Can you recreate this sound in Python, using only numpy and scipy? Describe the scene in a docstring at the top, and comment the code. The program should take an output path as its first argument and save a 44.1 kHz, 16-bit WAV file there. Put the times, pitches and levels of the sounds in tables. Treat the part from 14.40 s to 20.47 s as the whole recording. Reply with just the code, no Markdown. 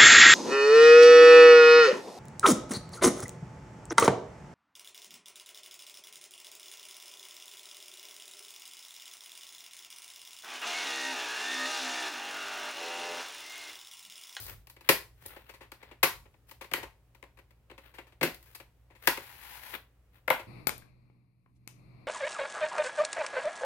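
"""Video cassette handled on tiles.

A cassette in its cardboard sleeve is turned over and over on a tile floor in a small hard room.
Each landing is a short rattle of shell and reels; fingers tap and rub on the card in between.
The cassette is shaken out onto its edge; the sleeve slides off with a hiss and is dropped alongside.
Mains hum, low rumble and faint air noise lie underneath."""
import sys
import numpy as np
from scipy import signal
from scipy.fft import rfft, irfft, next_fast_len
from scipy.io import wavfile
from scipy.ndimage import uniform_filter1d

SR = 44100
rng = np.random.default_rng(int(sys.argv[2]) if len(sys.argv) > 2 else 0)


def int16_out(signal):
    """Quantize to a 16-bit WAV file."""
    q = np.round(np.clip(np.atleast_2d(signal).T, -1, 1) * 32767)
    wavfile.write(sys.argv[1], SR, q.astype(np.int16))


N = 267687
TIME_S = np.arange(N) / SR
FACES = 6  # sides of the box, each radiating on its own

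# Band edges in Hz, for landings and for taps.
KNOCK_EDGES_HZ = [110, 300, 700, 1400, 3200, 9000, 16500]
TAP_EDGES_HZ = [200, 700, 3200, 9000, 16500]
# Cassette on tile. Each row: start in seconds, level in dB, weight in dB, edge in dB,
# rattle decay in seconds, panel ring in Hz.
LANDINGS = [(0.4893, -20, -3.5, 4, 0.0033, 452), (1.6295, -22.5, -5, 3, 0.0052, 1066),
            (2.3135, -47, 6.5, -5, 0.003, 750), (2.3358, -32, -9, 0.5, 0.0011, 2030),
            (3.811, -35, 7, -10, 0.003, 342), (3.8285, -27.5, 5.5, -0.5, 0.0055, 370),
            (3.873, -45, 7, -9, 0.0014, 247), (4.6725, -24, -5, 2.5, 0.0031, 940)]
# Weight lifts the bass, edge the treble. Each row: frequency in Hz, share of the lift.
WEIGHT_SHARE = [(180, 1), (460, .45), (1000, 0)]
EDGE_SHARE = [(2100, 0), (5400, 0.52), (12000, 0.95)]
# Sleeve on tile. Each row: start in seconds, level in dB, rattle decay in seconds.
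SLEEVE_LANDINGS = [(5.878, -37, 0.00133), (5.9021, -25.5, 0.00196)]
# Finger taps. Each row: start in seconds, level in dB, tilt in dB per octave, rattle decay in seconds.
FINGER_TAPS = [(0.269, -58, 1.5, 0.0018), (0.296, -59.5, 4, 0.0042), (0.363, -57.5, -2, 0.0039),
               (0.406, -56, -0.1, 0.0046), (0.853, -54.5, -3.5, .005), (0.8595, -65.5, 9.5, 0.0017),
               (0.88, -71.5, 8, 0.0024), (0.902, -61, -2, 0.0081), (0.961, -50.5, -3.5, 0.0058),
               (1.091, -49.5, -1, 0.0065), (1.136, -53.5, -0.5, 0.0091), (1.206, -50, -2.5, 0.015),
               (1.316, -48, -0.1, 0.0022), (1.426, -53, -2.5, 0.0048), (1.51, -52, -3.5, 0.0075),
               (1.853, -63, -4.5, 0.0066), (1.938, -67.5, -3.5, .004), (2.11, -52, 0.9, 0.0032),
               (2.209, -44, -1.1, 0.0083), (2.24, -51.5, -1.4, 0.0063), (2.374, -47.5, -5, 0.017),
               (2.427, -42, -2.5, 0.0069), (2.746, -62, -0.5, 0.0045), (2.8252, -52.5, -3.5, 0.0011),
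               (2.836, -57, -2.5, .002), (2.97, -62.5, -1.5, 0.0048), (2.985, -59, -2, 0.0053),
               (3.105, -66, -1, .0037), (3.297, -55, -3.5, 0.0049), (3.311, -53.5, -3.5, .002),
               (3.377, -53, -2, 0.0065), (3.538, -55, -0.5, 0.013), (3.582, -46.5, -3, 0.0069),
               (3.666, -60.5, -1.2, 0.013), (3.72, -62.5, -2.5, .006), (3.943, -59.5, 4.5, 0.0024),
               (4.025, -68.5, 4, .0025), (4.147, -51, 3.2, 0.0053), (4.198, -50.5, -1.5, 0.0045),
               (4.5, -62, -3.5, 0.013), (4.549, -60.5, -1, 0.012), (4.772, -40, -2, 0.0027),
               (5.992, -46, -2, .007)]
# Body resonances. Each row: frequency in Hz, width in Hz, gain in dB.
CASSETTE_MODES = [(158, 30, -9.5), (254, 82, -1), (343.4, 20, 3), (415, 45, 2.5), (535, 29, 1.5),
                  (595, 28, 0.5), (739, 86, -2), (895, 130, 7), (1073, 340, 1), (1437, 130, 2.5),
                  (1745, 270, -4.5), (1904, 130, 5), (2206, 400, -1.5), (2605, 240, 3.5),
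                  (4320, 1400, -3.5), (4600, 480, -40.5), (11000, 1300, -12), (13730, 1400, -1)]
SLEEVE_MODES = [(235, 37, -28.5), (519, 27, -6), (609, 27, -7.5), (892, 99, 3), (1000, 90, 5.5),
                (1194, 61, 3.5), (1390, 170, 1), (2136, 150, 20), (2730, 544, 10), (3630, 1540, -2.5),
                (13200, 1900, -9)]
# Impact spectra. Each row: frequency in Hz, band gain in dB.
LANDING_SPECTRUM = [(180, -13), (460, -4.5), (1000, -4.5), (2100, 0), (5400, -4.5), (12000, -5)]
SLEEVE_SPECTRUM = [(180, -20.5), (460, -2.5), (1000, -1), (2100, -1), (5400, -10.5), (12000, -14.5)]
TAP_SPECTRUM = [(370, -4.5), (1500, 2.5), (5400, -1.5), (12000, -3.5)]
# Brushing strokes. Each row: middle in seconds, half-length in seconds, scuff in dB, hiss in dB.
STROKES = [(0.01, 0.09, -53, -41.5), (0.104, 0.051, -51, -49), (0.466, 0.033, -54, -58),
           (0.868, 0.02, -62, -52), (0.85, 0.11, -64.5, -64), (0.94, 0.12, -56.5, -59.5),
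           (1.078, 0.073, -63, -67), (1.456, 0.1, -62, -72), (2.103, 0.043, -63, -58.5),
           (3.473, 0.086, -59.5, -64), (3.583, 0.054, -62, -67.5), (4.087, 0.13, -67.5, -64),
           (4.639, 0.06, -58.5, -59), (4.676, 0.042, -52, -47.5), (5.347, 0.022, -39, -44.5),
           (5.762, 0.056, -67.5, -70.5)]
# How hard the sliding sleeve rubs. Each row: time in seconds, level in dB.
SLIDE_LEVELS = [(4.83, -56.5), (5.004, -57), (5.008, -55.5), (5.172, -52.5), (5.196, -57.5), (5.32, -51.5)]
# Noise spectra. Each row: frequency in Hz, relative density in dB.
SLIDE_SPECTRUM = [(200, -8.5), (550, -7), (760, -1), (970, 4), (1200, -4), (1850, -0.5), (2600, -2),
                  (4000, -3), (5500, -11.5), (8500, -20), (11000, -10.5), (15800, -15)]
SCUFF_SPECTRUM = [(200, -7.5), (400, -2), (900, -4), (1300, -3.5), (2200, -4), (4000, -5.5), (7500, -18.5),
                  (11000, -14), (14500, -8.5), (16000, -13.5)]
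RUMBLE_SPECTRUM = [(25, -15), (36, -9.5), (48, -2), (70, -9.5), (110, -8), (200, -28.5), (400, -42.5)]
AIR_SPECTRUM = [(100, -1.5), (210, -11.5), (520, -14), (900, -20.5), (2500, -25.5), (6300, -40.5),
                (15000, -35.5)]
# Position of the box. Each row: time in seconds, left over right in dB.
PAN_PATH = [(0.5, -2), (1.6, -0.5), (2.3, 1), (3.0, 2.5), (3.8, -1.5), (4.7, 1.5), (5.3, 6), (5.9, 0.5)]
# Balance of the direct sound. Each row: frequency in Hz, left over right in dB.
LEFT_BIAS = [(100, 8.5), (400, 0), (900, 4), (2000, 15.5), (4000, 3), (8000, 2), (14000, 10)]
# Room decay. Each row: frequency in Hz, time to fall 60 dB in seconds.
ROOM_DECAY = [(150, 0.13), (400, 0.24), (1000, 0.28), (2500, 0.24), (6000, 0.28), (15000, 0.23)]
# Reverberation strength. Each row: frequency in Hz, gain in dB.
ROOM_GAINS = [(150, 4.5), (400, -4), (1000, -2.5), (2500, 0.5), (6000, -3), (15000, 0.5)]
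# Diffuse field. Each row: frequency in Hz, left-right correlation.
COHERENCE = [(100, 0.91), (300, 0.89), (600, .7), (1100, 0.81), (2000, 0.14), (15000, 0.028)]
# Mains hum. Each row: frequency in Hz, rms level in dB.
HUM_PARTIALS = [(58.5, -66), (119, -71)]
# Soft low bumps. Each row: middle in seconds, half-length in seconds, level in dB.
RUMBLE_SWELLS = [(.03, 0.26, -50.5), (.85, 0.054, -57.5), (1.782, 0.13, -62), (2.448, 0.1, -63.5)]


def cassette_landings(ring_q=5.5):
    """The full box hits the tiles: a flat landing has weight, a corner edge; the struck panel rings."""
    start_s, level_db, weight_db, edge_db, decay_s, ring_hz = np.transpose(LANDINGS)
    hz = centres_hz(KNOCK_EDGES_HZ)
    bands_db = level_db + at_hz(LANDING_SPECTRUM, hz)
    bands_db += weight_db * at_hz(WEIGHT_SHARE, hz) + edge_db * at_hz(EDGE_SHARE, hz)
    rings = [(f, f / ring_q, 0) for f in ring_hz]
    return from_db(-2) * blows(start_s, bands_db, decay_s, KNOCK_EDGES_HZ, CASSETTE_MODES,
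                               grain_db=-1, push=.9, crack_db=-11.5, rings=rings)


def sleeve_drop():
    """The empty sleeve knocks hollowly on one edge, then falls flat."""
    start_s, level_db, decay_s = np.transpose(SLEEVE_LANDINGS)
    bands_db = level_db + at_hz(SLEEVE_SPECTRUM, centres_hz(KNOCK_EDGES_HZ))
    return from_db(2.77) * blows(start_s, bands_db, decay_s, KNOCK_EDGES_HZ, SLEEVE_MODES,
                                 grain_db=8, push=.86, crack_db=-29)


def finger_taps(delay_s=0.0014, pivot_hz=1530):
    """Each tap sounds a moment after its listed time: the box ticks and the reels shift, dull from the pad,
    bright from the nail."""
    start_s, level_db, tilt_db_per_octave, decay_s = np.transpose(FINGER_TAPS)
    hz = centres_hz(TAP_EDGES_HZ)
    bands_db = level_db + at_hz(TAP_SPECTRUM, hz) + tilt_db_per_octave * np.log2(hz / pivot_hz)
    return from_db(-5.5) * blows(start_s + delay_s, bands_db, decay_s, TAP_EDGES_HZ, CASSETTE_MODES,
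                                 grain_db=5, push=.6, crack_db=-12)


def blows(starts_s, bands_db, decays_s, edges_hz, modes, grain_db, push, crack_db, rings=()):
    """Blows ring a body; the spot and hardness of each set its band levels, from thud to tick."""
    force = np.array([rattle(decay_s, grain_db, push) for decay_s in decays_s])
    body = resonate(force, modes) + from_db(crack_db) * force
    hits, size = 0, force.shape[-1]
    for low_hz, high_hz, db in zip(edges_hz, edges_hz[1:], bands_db):
        part = band(body, low_hz, high_hz, order=3)
        power = np.mean(np.sum(part ** 2, axis=2), axis=1) / (.02 * SR)  # energy spread over 20 ms
        hits = hits + part * (from_db(db) / np.sqrt(power))[:, None, None]
    for k, ring in enumerate(rings):
        hits[k] += resonate(hits[k], [ring])
    faces = np.zeros((FACES, N + size))
    for start_s, hit in zip(starts_s, hits):
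        start = int(start_s * SR)
        faces[:, start:start + size] += hit
    return faces[:, :N]


def rattle(decay_s, grain_db, push, crossover_hz=800, size=4096):
    """One blow: a low push plus a flurry of micro-contacts that each face radiates in its own way."""
    age = np.arange(size) / SR / decay_s
    flurry = rng.standard_normal((FACES, size)) * from_db(grain_db * rng.standard_normal(size))
    flurry *= np.sqrt(age) * np.exp(-age)
    flurry /= np.sqrt(np.sum(flurry ** 2, axis=1, keepdims=True))
    thud = band(signal.unit_impulse(size), 86, crossover_hz, order=1)
    return high_pass(flurry, crossover_hz) + push * thud + 1e-18


def resonate(x, modes):
    """Parallel resonances, alternating in sign."""
    ringing = 0
    for k, (hz, width_hz, db) in enumerate(modes):
        radius = np.exp(-np.pi * width_hz / SR)
        b = (1 - radius ** 2) / 2 * np.array([1, 0, -1])
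        a = [1, -2 * radius * np.cos(2 * np.pi * hz / SR), radius ** 2]
        ringing = ringing + (-1) ** k * from_db(db) * signal.lfilter(b, a, x)
    return ringing


def sleeve_slide(start_s=4.72, end_s=5.365, attack_s=0.0656, release_s=0.039):
    """Card rubs along the shell; a thin breathy squeak grows and sinks in pitch as it comes off."""
    age_s = np.clip(TIME_S, start_s, end_s) - start_s
    contact = np.clip(np.minimum(age_s / attack_s, (end_s - TIME_S) / release_s), 0, 1)
    effort = contact * from_db(in_time(SLIDE_LEVELS))
    squeak_hz, squeak_gain_db = 12160 - 930 * age_s, -16 + 9 * age_s
    waver = band(rng.standard_normal((FACES, N)), 12, 230, order=1)
    squeak = unit_rms(waver * np.sin(2 * np.pi * np.cumsum(squeak_hz) / SR))
    rub = friction(scuff=from_db(-1.5), hiss=from_db(-1), spectrum=SLIDE_SPECTRUM, grain_db=5, catch_db=2)
    return effort * (rub + from_db(squeak_gain_db) * squeak)


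def scuffs():
    """Fingers, card and shell brush past each other in short uneven strokes."""
    scuff, hiss = 0, 0
    for middle_s, half_s, scuff_db, hiss_db in STROKES:
        stroke = swell(middle_s, half_s)
        scuff += from_db(scuff_db) * stroke
        hiss += from_db(hiss_db) * stroke
    return friction(scuff, hiss, SCUFF_SPECTRUM, grain_db=-0.5, catch_db=4.5)


def friction(scuff, hiss, spectrum, grain_db, catch_db, clump_samples=260, split_hz=4500):
    """Card fibres catch and let go: clumps of grains, scuffing below the split and hissing above."""
    catch = unit_rms(uniform_filter1d(rng.standard_normal(N), size=clump_samples))
    noise = rng.standard_normal((FACES, N))
    roughness_db = grain_db * rng.standard_normal(N) + catch_db * catch
    grains = coloured(noise * from_db(roughness_db), spectrum)
    lows, highs = band(grains, 200, split_hz), high_pass(grains, split_hz, order=3)
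    return scuff * unit_rms(lows) + hiss * unit_rms(highs)


def direct_sound(faces, right_lag_samples):
    """Each channel gets the top face and one side; the left is louder and brighter."""
    left, right = (faces[0] + faces[1:3]) / np.sqrt(2)
    left, right = coloured(left, LEFT_BIAS, share=.5), coloured(right, LEFT_BIAS, share=-.5)
    return np.array([left, np.interp(np.arange(N) - right_lag_samples, np.arange(N), right)])


def room(x, first_wall_s=0.0013, size=20000):
    """Dense reflections from hard walls, dying at their own rate in each octave."""
    age_s = np.arange(size) / SR
    onset = np.clip(age_s / first_wall_s - .5, 0, 1)
    noises, tail = [diffuse(size), diffuse(size)], 0
    for k, low_hz in enumerate(80 * 2. ** np.arange(8)):
        hz = low_hz * np.sqrt(2)
        decay = onset * from_db(-60 * age_s / at_hz(ROOM_DECAY, hz))
        gain = from_db(at_hz(ROOM_GAINS, hz)) / np.sqrt(np.sum(decay ** 2))
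        tail += gain * decay * band(noises[k % 2], low_hz, 2 * low_hz)
    return signal.oaconvolve(x[None], tail, axes=1)[:, :N] * from_db([[1.1], [-.9]])


def background(rumble_db=-71, air_db=-68.5, boom_gain_db=-39.5, boom_decay_s=.25):
    """Mains hum, faint air noise, and a low rumble that swells at times and booms after each landing."""
    hum = sum(np.sqrt(2) * from_db(db) * np.sin(2 * np.pi * (hz * TIME_S + rng.random()))
              for hz, db in HUM_PARTIALS)
    booms = sum(from_db(db + boom_gain_db) * (TIME_S > s) * np.exp(-np.abs(TIME_S - s) / boom_decay_s)
                for s, db, *_ in LANDINGS + SLEEVE_LANDINGS)
    bumps = sum(from_db(db) * swell(middle_s, half_s) for middle_s, half_s, db in RUMBLE_SWELLS)
    rumble = unit_rms(coloured(diffuse(N), RUMBLE_SPECTRUM))
    air = unit_rms(coloured(diffuse(N), AIR_SPECTRUM))
    return hum + (from_db(rumble_db) + booms + bumps) * rumble + from_db(air_db) * air


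def diffuse(size):
    """White noise from all sides: left and right are alike at low frequencies only."""
    mid, side = rfft(rng.standard_normal((2, size)))
    alike = at_hz(COHERENCE, np.arange(len(mid)) * SR / size)
    return irfft(np.sqrt((1 + alike) / 2) * mid + np.sqrt((1 - alike) / 2) * side * [[1], [-1]], size)


def coloured(x, spectrum, share=1):
    """Apply a smooth spectrum, its dB values scaled by share."""
    size = next_fast_len(x.shape[-1])
    hz = np.arange(size // 2 + 1) * SR / size
    return irfft(rfft(x, size) * from_db(share * at_hz(spectrum, hz)), size)[..., :x.shape[-1]]


def band(x, low_hz, high_hz, order=2):
    """Causal band-pass."""
    edges_hz = [low_hz, min(high_hz, .45 * SR)]
    return signal.sosfilt(signal.butter(order, edges_hz, "band", fs=SR, output="sos"), x)


def high_pass(x, hz, order=1):
    """Causal high-pass."""
    return signal.sosfilt(signal.butter(order, hz, "high", fs=SR, output="sos"), x)


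def centres_hz(edges_hz):
    """Geometric band centres, as a column."""
    edges_hz = np.array(edges_hz, float)
    return np.sqrt(edges_hz[:-1] * edges_hz[1:])[:, None]


def at_hz(points, hz):
    """Read a curve on a log-frequency axis."""
    points_hz, values = np.transpose(points)
    return np.interp(np.log(hz + 1e-9), np.log(points_hz), values)


def in_time(points):
    """Read a time curve at every sample."""
    return np.interp(TIME_S, *np.transpose(points))


def swell(middle_s, half_s):
    """Raised-cosine rise and fall."""
    return np.cos(np.pi / 2 * np.clip((TIME_S - middle_s) / half_s, -1, 1)) ** 2


def from_db(db):
    """Decibels to gain."""
    return 10 ** (np.asarray(db) / 20)


def unit_rms(x):
    """Scale to unit rms."""
    return x / np.sqrt(np.mean(x ** 2) + 1e-20)


def scene():
    """All the handling, direct and through the room; each face sends its sound to other walls."""
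    landings = cassette_landings()
    fingers = finger_taps() + scuffs()
    slide, drop = sleeve_slide(), sleeve_drop()
    room_send = landings + from_db(-2.5) * fingers + from_db(1.5) * slide + from_db(0.5) * drop
    reverb = sum(room(face) for face in room_send) / np.sqrt(FACES)
    direct = direct_sound(landings + fingers + slide, right_lag_samples=5)
    direct += direct_sound(drop, right_lag_samples=-3.5)  # the sleeve lands to the right
    pan_db = in_time(PAN_PATH)
    return direct * from_db([pan_db / 2, -pan_db / 2]) + reverb + background()


def record(dry):
    """Remove the deepest bass, round the peaks, cut the top steeply."""
    low_cut_hz, high_cut_hz = 38, 16000
    rounded = np.tanh(high_pass(dry, low_cut_hz, order=8))
    return signal.sosfilt(signal.ellip(12, .2, 80, high_cut_hz, fs=SR, output="sos"), rounded)


dry = scene()
out = record(dry)
int16_out(out)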